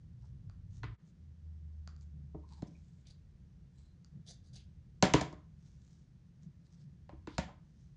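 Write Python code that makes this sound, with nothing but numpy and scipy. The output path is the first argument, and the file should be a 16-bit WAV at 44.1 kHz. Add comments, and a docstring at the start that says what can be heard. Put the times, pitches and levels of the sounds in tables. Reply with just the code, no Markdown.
"""Cloth is worked at a craft table in a small room, over a low rumble and a faint hiss. The table booms
under leaning hands, the weave rustles by friction, and small impacts ring a tool and the table top.
A far motor hums from 1.2 s and runs down as scissors slide off the table with stick-slip squeaks.
From 3 s the blades shear the threads in two snips; at 5 s they are put down with a loud double clack
that excites the table's modes. More rustling and a few lighter knocks follow."""
import sys
import numpy as np
from scipy import signal
from scipy.fft import rfft, irfft, next_fast_len
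from scipy.io import wavfile

SR = 44100
rng = np.random.default_rng(int(sys.argv[2]) if len(sys.argv) > 2 else 0)


def log_audio(samples):
    """Write samples as a 16-bit WAV file to the path given in sys.argv[1]."""
    # one column per channel
    frames = np.atleast_2d(samples).T
    # limit to full scale, then quantise
    limited = np.clip(frames, -1, 1)
    pcm = np.round(limited * 32767).astype(np.int16)
    wavfile.write(sys.argv[1], SR, pcm)


N = 351414
TIME = np.arange(N) / SR


def from_db(db):
    """Amplitude ratio of a level."""
    return 10 ** (np.asarray(db) / 20)


def unit_rms(x):
    """Normalisation to rms 1."""
    return x / np.sqrt(np.mean(x ** 2) + 1e-20)


def level_at(spectrum, hz):
    """Interpolation of a spectrum on a logarithmic frequency axis."""
    freqs, levels = np.transpose(spectrum)
    return np.interp(np.log(np.maximum(hz, 1)), np.log(freqs), levels)


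def colour(x, spectrum):
    """Linear filtering by multiplication in the frequency domain."""
    size = next_fast_len(N)
    hz = np.arange(size // 2 + 1) * SR / size
    return irfft(rfft(x, size) * from_db(level_at(spectrum, hz)), size)[:N]


def noise(spectrum):
    """Coloured Gaussian noise, rms 1."""
    return unit_rms(colour(rng.standard_normal(N), spectrum))


def band(x, low, high, order=2):
    """Band-pass filtering between two frequencies."""
    return signal.sosfilt(signal.butter(order, [low, high], "band", fs=SR, output="sos"), x)


def resonator(x, hz, width_hz):
    """Forced response of one damped mode."""
    return band(x, hz - width_hz / 2, hz + width_hz / 2, order=1)


def resonance(x, hz, octaves):
    """Response of a resonance of given relative bandwidth, rms 1."""
    return unit_rms(band(x, hz / 2 ** (octaves / 2), hz * 2 ** (octaves / 2)))


def drift(per_s):
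    """Random modulation: straight lines between Gaussian values, rms 1."""
    knots = rng.standard_normal(4000)
    return unit_rms(np.interp(TIME * per_s, np.arange(len(knots)), knots))


def ramp(middle, length):
    """Linear transition from 0 to 1 around a moment."""
    return np.clip((TIME - middle) / length + .5, 0, 1)


def gate(start, length, edge_s):
    """Trapezoidal envelope."""
    return np.minimum(ramp(start, edge_s), 1 - ramp(start + length, edge_s))


def swell(middle, length, db):
    """Gaussian envelope, its length being two standard deviations."""
    coarse = TIME[::64]
    bell = from_db(db) * np.exp(-2 * ((coarse - middle) / length) ** 2)
    return np.interp(TIME, coarse, bell + 1e-12)


def add(out, start, x):
    """Superposition of a sound from its start time on."""
    i = int(start * SR)
    out[i:i + len(x)] += x[:N - i]


def fibres(per_s, spread_db, spectrum):
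    """Shot noise: threads catch and let go at random, in clicks of uneven size; rms 1."""
    sizes = from_db(spread_db * np.minimum(rng.exponential(1, N), 4)) * rng.choice([-1, 1], N)
    return unit_rms(colour(sizes * (rng.random(N) < per_s / SR), spectrum))


# course of the rumble: t/s, level/dB
RUMBLE_LEVELS = [(0, -56.5), (0.28, -53), (0.9, -49), (1.0, -63.5), (1.6, -60.5), (2.55, -59), (5.45, -59),
                 (6.7, -65), (7.15, -55.5), (7.97, -62)]
# its spectrum: f/Hz, relative level/dB
RUMBLE_SPECTRUM = [(15, -14.5), (30, -5), (45, 9.5), (62, 12), (95, 11.5), (115, -17), (160, -60.5)]

def rumble(gain_db=-1.0):
    """Structure-borne sound: low noise of varying level travels through the building."""
    times, levels = np.transpose(RUMBLE_LEVELS)
    return from_db(np.interp(TIME, times, levels) + gain_db) * noise(RUMBLE_SPECTRUM)


# spectrum of the hiss: f/Hz, relative level/dB
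HISS_SPECTRUM = [(210, -30), (350, -9), (457, -2), (649, -9), (1190, -13.5), (1780, -12.5), (2530, -17),
                 (4020, -18), (6210, -18.5), (10000, -36.5), (13000, -73)]

def hiss(hiss_db=-82, whine_db=-108, whine_hz=8785):
    """Stationary noise floor: a broadband hiss with a thin pure tone in it."""
    whine = np.sqrt(2) * np.sin(2 * np.pi * whine_hz * TIME)
    return from_db(hiss_db) * noise(HISS_SPECTRUM) + from_db(whine_db) * whine


# a hand leans on the table: middle t/s, duration/s, level/dB, f/Hz
LEANS = [(0.305, 0.33, -50.5, 119.7), (0.61, 0.38, -50.5, 100.8), (0.86, 0.098, -44, 116.6),
         (2.193, 0.1, -48.5, 147), (4.172, 0.056, -45, 153), (4.54, 0.054, -46.5, 138),
         (6.46, 0.058, -50.5, 163.5), (6.882, 0.11, -56.5, 153.7)]

def leaning_hands():
    """Forced vibration: the unsteady push of a hand drives a low resonance of the table."""
    push = rng.standard_normal(N)
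    return sum(swell(s, length, db) * resonance(push, hz, octaves=0.31) for s, length, db, hz in LEANS)


# the hands move the cloth: middle t/s, duration/s, level/dB, swish f/Hz
CLOTH_MOVES = [(0.24, 0.059, -79, 5560), (0.759, 0.052, -70.5, 6300), (1.084, 0.032, -78.5, 6560),
               (2.02, 0.033, -79.5, 7000), (2.523, 0.047, -69, 4340), (2.59, 0.031, -71, 4450),
               (2.677, 0.0083, -70, 5800), (2.74, 0.09, -79, 5950), (2.934, 0.21, -85.5, 7150),
               (3.808, 0.082, -79, 7700), (5.686, 0.11, -76, 6050), (5.87, 0.1, -80.5, 6800),
               (5.97, 0.089, -77.5, 5900), (6.437, 0.022, -75, 6230), (6.665, 0.02, -79, 4280),
               (6.738, 0.043, -77.5, 5800), (6.809, 0.048, -75.5, 4800), (7.8, 0.15, -84, 6000)]
# spectrum of the rubbing weave: f/Hz, relative level/dB
CLOTH_SPECTRUM = [(300, -7), (1000, -3), (2800, -6), (3600, 0), (4300, 1), (5500, 0.5), (7000, -1.5),
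                  (8200, -6), (10000, -25.5)]

def cloth_rustle(gain_db=-5.5, fold_db=-3, swish_db=-5.0, fidget_db=-96, uneven_db=1.5):
    """Friction noise: the weave rubs, folds crinkle, and each move swishes at a pitch set by its speed."""
    weave = fibres(per_s=2000, spread_db=-0.5, spectrum=CLOTH_SPECTRUM)
    folds = fibres(per_s=80, spread_db=3, spectrum=CLOTH_SPECTRUM)
    friction = weave + from_db(fold_db) * folds
    out = from_db(fidget_db) * friction   # the fingers never quite rest
    for s, length, db, hz in CLOTH_MOVES:
        swish = from_db(swish_db) * resonance(friction, hz, octaves=0.45)
        out += swell(s, length, db) * (friction + swish)
    return out * from_db(gain_db + uneven_db * drift(per_s=37))


# spectrum of the table's boom: f/Hz, relative level/dB
BOOM_SPECTRUM = [(70, -38.5), (105, -7.5), (125, -1), (170, -1.5), (205, -12), (260, -22.5), (350, -25.5),
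                 (600, -52), (1200, -66.5)]

def table_boom(rest_db=-60, coupling_db=9):
    """Mechanical coupling: each move of the cloth stirs the table, adding in power to its resting boom."""
    moves = sum(swell(s, length, db) for s, length, db, _ in CLOTH_MOVES)
    return np.hypot(from_db(rest_db), from_db(coupling_db) * moves) * noise(BOOM_SPECTRUM)


# reverberation against the direct sound: f/Hz, level/dB
REVERB_SPECTRUM = [(120, -9.5), (300, -8), (700, -8.5), (1800, -1), (4000, -7), (9000, -12.5)]

def room_responses(places=1, t60=0.37, treble_loss=0.33, first_echo_s=0.0062, build_s=0.00031,
                   slap_s=0.015, slap_db=-16.5):
    """Reverberation: one near reflection and a diffuse decay, faster in the treble; a row per place."""
    t = np.arange(SR // 2) / SR
    edges = 60 * 2 ** np.arange(9)   # octave bands
    onset = 1 - np.exp(-np.maximum(t - first_echo_s, 0) / build_s)
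    tail = np.zeros((places, len(t)))
    for low, high in zip(edges, edges[1:]):
        hz = np.sqrt(low * high)
        decay = from_db(-60 * t / t60 * (1 + treble_loss * hz / 5000))
        echoes = band(rng.standard_normal(tail.shape), low, high, order=3) * onset * decay
        energy = np.sum(echoes ** 2, axis=1, keepdims=True)
        tail += from_db(level_at(REVERB_SPECTRUM, hz)) * echoes * np.sqrt(2 * (high - low) / SR / energy)
    tail[:, int(slap_s * SR)] += from_db(slap_db)
    return tail


# friction against the table and the blades: things dragged over the table, and the blades scraping and ringing
# during the snips: t/s, duration/s, f/Hz, bandwidth/octaves, level/dB
SCRAPES = [(0.225, 0.032, 880, 0.7, -76.5), (2.431, 0.024, 980, 0.18, -66), (2.508, 0.031, 970, 0.27, -69),
           (2.574, 0.026, 884, 0.28, -66.5), (2.747, 0.02, 2400, 0.12, -76.5),
           (3.052, 0.061, 2860, 1, -78.5), (3.763, 0.16, 4060, 0.07, -85), (4.54, 0.089, 3040, 0.73, -75),
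           (7.283, 0.092, 3900, 0.84, -71), (7.479, 0.041, 734, 0.75, -58.5)]

def scrapes(uneven_db=2.0):
    """Stick-slip friction drives a resonance of the sliding thing: narrow ones squeak, broad ones scrape."""
    slips = rng.standard_normal(N) * from_db(uneven_db * drift(per_s=150))
    return sum(from_db(db) * gate(s, length, edge_s=0.014) * resonance(slips, hz, octaves)
               for s, length, hz, octaves, db in SCRAPES)


# light touches: a tool on the table, and last a click of the scissors: t/s, level/dB, tilt about 1 kHz/(dB per
# octave)
TAPS = [(0.4975, -26.5, -1.5), (1.8756, -18, 1), (1.964, -38, 3), (2.011, -46, 6), (4.0465, -38.5, 6)]
# modes of the tool: f/Hz, bandwidth/Hz, level/dB
TOOL_MODES = [(690, 170, -4.5), (1130, 100, -3), (1406, 240, -3.5), (4630, 320, -4.5), (6900, 1500, -16)]

def tool_taps():
    """Impulse response: each touch rings the tool's damped modes, a harder one favouring the upper modes."""
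    out, room = np.zeros(N), room_responses()[0]
    click = signal.unit_impulse(SR // 8)
    for s, db, tilt in TAPS:
        ring = sum((-1) ** k * from_db(db + mode_db + tilt * np.log2(hz / 1000))
                   * resonator(click, hz, width) for k, (hz, width, mode_db) in enumerate(TOOL_MODES))
        add(out, s, ring)
        add(out, s, signal.fftconvolve(ring, room))
    return out


def spot_gain_db(hz, antinode_hz, node_hz, antinode_db=4.5, node_db=-12.5, octaves=0.31):
    """Mode shapes: a blow favours modes with an antinode at the struck spot and starves those with a node."""
    favoured = np.exp(-.5 * (np.log2(hz / antinode_hz) / octaves) ** 2)
    avoided = np.exp(-.5 * (np.log2(hz / node_hz) / octaves) ** 2)
    return antinode_db * favoured + node_db * avoided


# edges of the bands that group the table's modes into families: f/Hz
FAMILY_EDGES = [45, 240, 460, 820, 1250, 2200, 3200, 4900, 8600]
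# strength of each family: level/dB
FAMILY_GAINS = [0.6, -0.5, 3, 0.5, -1.65, -6.5, -3, -0.5]

def family_levels(db, tilt, thud_db, antinode_hz, node_hz, top_hz, thud_share=0.42):
    """Impact spectrum: weight sets the low thud; hardness tilts the other families and sets their top."""
    edges = np.array(FAMILY_EDGES[1:])
    centres = np.sqrt(edges[:-1] * edges[1:])
    slope_db = tilt * np.log2(centres / 1000)
    softness_db = 10 * np.log10(1 + (centres / top_hz) ** 6)
    body, *upper = db + slope_db + spot_gain_db(centres, antinode_hz, node_hz) - softness_db
    return np.array([db + thud_db, body + thud_share * thud_db, *upper]) + FAMILY_GAINS


# modes of table top and scissors together: f/Hz, level/dB
TABLE_MODES = [(72, -9.5), (118, -2.5), (172, 4.5), (303, 6), (333, 8.5), (412, -2.5), (572, 5.5), (620, 7),
               (754, 4), (915, 2.5), (1040, 1.5), (1260, 8), (1450, 3.5), (1720, 2.5), (2010, 1.5),
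               (2680, 2.5), (3750, 0), (4120, 7), (4560, 0.5), (5250, 0), (6400, 4), (6950, -2.5)]
# the crowd of small modes against the main ones: f/Hz, level/dB
CRACK_SPECTRUM = [(150, -3.5), (600, -6.5), (2000, -2.5), (6000, 5)]

def family_ring(low, high, tuning, antinode_hz, node_hz, vary_db=3.5, t60_at_1khz=0.032, t60_slope=0.067,
                linger_db=-20.5, linger_t60=0.19, crack_life=0.92,
                contact_s=0.00059, snap_db=4.5, snap_s=0.0013):
    """Damped free vibration of one family of modes, the higher the shorter; rms 1 over the first 20 ms."""
    t = np.arange(SR // 4) / SR
    attack = t < .02
    centre = np.sqrt(low * high)
    fall_db = -60 * t / t60_at_1khz * (centre / 1000) ** t60_slope
    modes = sum((-1) ** k * from_db(db + spot_gain_db(hz, antinode_hz, node_hz) + vary_db * rng.normal())
                * np.sin(2 * np.pi * hz * tuning * t)
                for k, (hz, db) in enumerate(TABLE_MODES) if low <= hz < high)
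    modes *= from_db(fall_db) + from_db(linger_db - 60 * t / linger_t60)   # a weak part rings on
    # small modes overlap into a short crack of noise
    crack = band(rng.standard_normal(len(t)) * from_db(fall_db / crack_life), low, high, order=3)
    crack *= from_db(level_at(CRACK_SPECTRUM, centre)) / np.std(crack[attack])
    # the first instant of contact snaps out above the ring, briefest in the treble
    snap = from_db(snap_db) * np.exp(-(t / snap_s) ** 2 * np.sqrt(centre / 4000))
    onset = 1 - np.exp(-t / contact_s)
    ring = (modes / np.std(modes[attack]) + crack) * onset * (1 + snap)
    return ring / np.std(ring[attack])


# blows on the table: t/s, level at 1 kHz/dB, tilt/(dB per octave), thud over that level/dB,
# favoured f/Hz, avoided f/Hz, upper limit of the contact f/Hz
KNOCKS = [(0.8322, -56.5, -2.5, -6.5, 1610, 590, 4140), (0.8406, -65.5, 0, -0.5, 3500, 696, 4170),
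          (2.3445, -70.5, -8, 22, 920, 1960, 1300), (2.6216, -64, -2, 20, 515, 2170, 7800),
          (5.0249, -36.5, 1, 7, 648.6, 10200, 11000), (5.0352, -49, -0.5, 11.5, 310, 1070, 5000),
          (5.0519, -51.5, 0, 1.5, 613, 1100, 10000), (5.137, -40.5, 0.9, -6.5, 2700, 500, 10000),
          (5.1403, -33, -1.5, 3.5, 325, 524, 1220), (5.2111, -49.5, 0, 8.5, 700, 2500, 9100),
          (5.3268, -67, -2.5, 11.5, 1208, 2670, 9200), (7.092, -68, -3.5, -5.5, 750, 333, 4270),
          (7.124, -86.5, -10, 27.5, 600, 2020, 1400), (7.2717, -57.5, -3.5, -0.5, 338, 629, 5800),
          (7.381, -46.5, -0.5, 8.5, 700, 433, 8300)]

def table_knocks(gain_db=-0.5, detune=0.0057, travel_s=0.0028, pitched_tail_hz=1250):
    """Dispersion: low bending waves cross the table more slowly, so each blow's thud trails its tick."""
    out = np.zeros(N)
    for knock, room in zip(KNOCKS, room_responses(places=len(KNOCKS))):
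        s, strength_db, tilt, thud_db, antinode_hz, node_hz, top_hz = knock
        tuning = 1 + detune * rng.normal()   # the hand's load shifts the modes a little
        levels = family_levels(strength_db, tilt, thud_db, antinode_hz, node_hz, top_hz)
        for db, low, high in zip(levels, FAMILY_EDGES, FAMILY_EDGES[1:]):
            ring = from_db(db + gain_db) * family_ring(low, high, tuning, antinode_hz, node_hz)
            # the room keeps the pitch of the few low modes; the many high ones blend into an even tail
            if high <= pitched_tail_hz:
                tail = signal.fftconvolve(ring, room)
            else:
                tail = band(room, low, high, order=4) * np.sqrt(np.sum(ring ** 2) * SR / 2 / (high - low))
            centre = np.sqrt(low * high)
            arrival = s + travel_s * max(np.sqrt(1000 / centre) - .5, 0)
            add(out, arrival, ring)
            add(out, arrival, tail)
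    return out


def far_motor(start_s=1.2, load_s=1.433, stop_s=2.66, attack_s=0.052, release_s=0.31,
              start_hz=80, sag_hz_per_s=5.7, idle_db=-54.5, load_db=-46.7, fade_db_per_s=5.5, waver_db=0.66):
    """Rotation hum: its pitch sinks with the speed; it grows louder under load, then fades and stops."""
    hz = start_hz - sag_hz_per_s * (TIME - start_s)
    hum = np.sqrt(2) * np.sin(2 * np.pi * np.cumsum(hz) / SR)
    load = ramp(load_s, attack_s)
    db = (1 - load) * idle_db + load * (load_db - fade_db_per_s * (TIME - load_s))
    running = ramp(start_s, attack_s) * (1 - ramp(stop_s, release_s))
    return running * from_db(db + waver_db * drift(per_s=10.75)) * hum


# blade strokes: t/s, duration/s, level/dB
BLADE_STROKES = [(3.069, 0.0096, -65.5), (3.075, 0.048, -69.5), (3.762, 0.13, -90), (4.27, 0.067, -60),
                 (4.435, 0.066, -77), (4.514, 0.0054, -74), (4.53, 0.015, -68), (4.544, 0.044, -63.5),
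                 (4.578, 0.048, -81), (4.602, 0.0077, -72), (4.638, 0.0071, -78)]
# spectrum of the shearing: f/Hz, relative level/dB
SHEAR_SPECTRUM = [(240, -57), (400, 1), (795, -1.5), (947, -24), (1270, -19), (1600, -8), (2100, -12.5),
                  (2900, -17.5), (3640, -22.5), (4580, 4), (5030, 1), (6160, -2.5), (10000, -11),
                  (13000, -69)]
# modes of the blades: f/Hz, level/dB
BLADE_MODES = [(3800, -2), (4720, 0), (6250, -6)]

def scissor_snips(steel_db=-6, ring_hz=4000, ring_db=-1.0, glide=0.21, overtone=1.55, overtone_db=-2.5,
                  edge_s=0.029, uneven_db=4.0):
    """Shearing threads excites the blades' modes; two resonances rise as the crossing runs to the tips."""
    shear = fibres(per_s=800, spread_db=3, spectrum=SHEAR_SPECTRUM)
    steel = unit_rms(sum(from_db(db) * unit_rms(resonator(shear, hz, width_hz=110))
                         for hz, db in BLADE_MODES))
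    # modulation by low noise widens each gliding tone into a band
    lower, upper = np.sqrt(2) * unit_rms(band(rng.standard_normal((2, N)), 28, 380))
    out = np.zeros(N)
    for s, length, db in BLADE_STROKES:
        closure = np.clip((TIME - s) / length, 0, 1)
        hz = ring_hz * np.exp(glide * (closure - .5))
        phase = 2 * np.pi * np.cumsum(hz) / SR
        ring = lower * np.sin(phase) + from_db(overtone_db) * upper * np.sin(overtone * phase)
        cut = unit_rms(shear + from_db(steel_db) * steel + from_db(ring_db) * ring)
        out += from_db(db) * gate(s, length, min(edge_s, length / 2)) * cut
    return out * from_db(uneven_db * drift(per_s=110))


# response of the microphone: f/Hz, gain/dB
MICROPHONE_RESPONSE = [(20, -11), (60, 5.5), (7500, 3), (8000, -12), (9000, -7.5), (10200, -13.5)]

def microphone(blows, port_hz=8790, port_db=7.0):
    """Transducer response: bass and top roll off, and sharp blows ring the resonance of the port."""
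    shaped = colour(blows, MICROPHONE_RESPONSE)
    return shaped + from_db(port_db) * resonator(shaped, port_hz, width_hz=70)


def scene(rubbing_wet_db=-1.5, cutting_wet_db=-1.0):
    """Superposition of close hands and tools, their reverberation and the background, in one channel."""
    cutting = scissor_snips()
    rubbing = scrapes() + cloth_rustle()
    into_room = from_db(rubbing_wet_db) * rubbing + from_db(cutting_wet_db) * cutting
    echoes = signal.fftconvolve(into_room, room_responses()[0])[:N]
    blows = microphone(table_knocks() + tool_taps())
    background = leaning_hands() + rumble() + table_boom() + far_motor() + hiss()
    return (blows + cutting + rubbing + echoes + background)[None]


def record(dry, dip_s=0.972, dip_length_s=0.022, dip_db=-15.5, cutoff_hz=10200):
    """Attenuation and band limiting: the level dips briefly once, and a steep low-pass cuts the top."""
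    dip = from_db(dip_db * swell(dip_s, dip_length_s, db=0))
    low_pass = signal.ellip(10, .2, 80, cutoff_hz, fs=SR, output="sos")
    return signal.sosfilt(low_pass, dry * dip)


dry = scene()
out = record(dry)
log_audio(out)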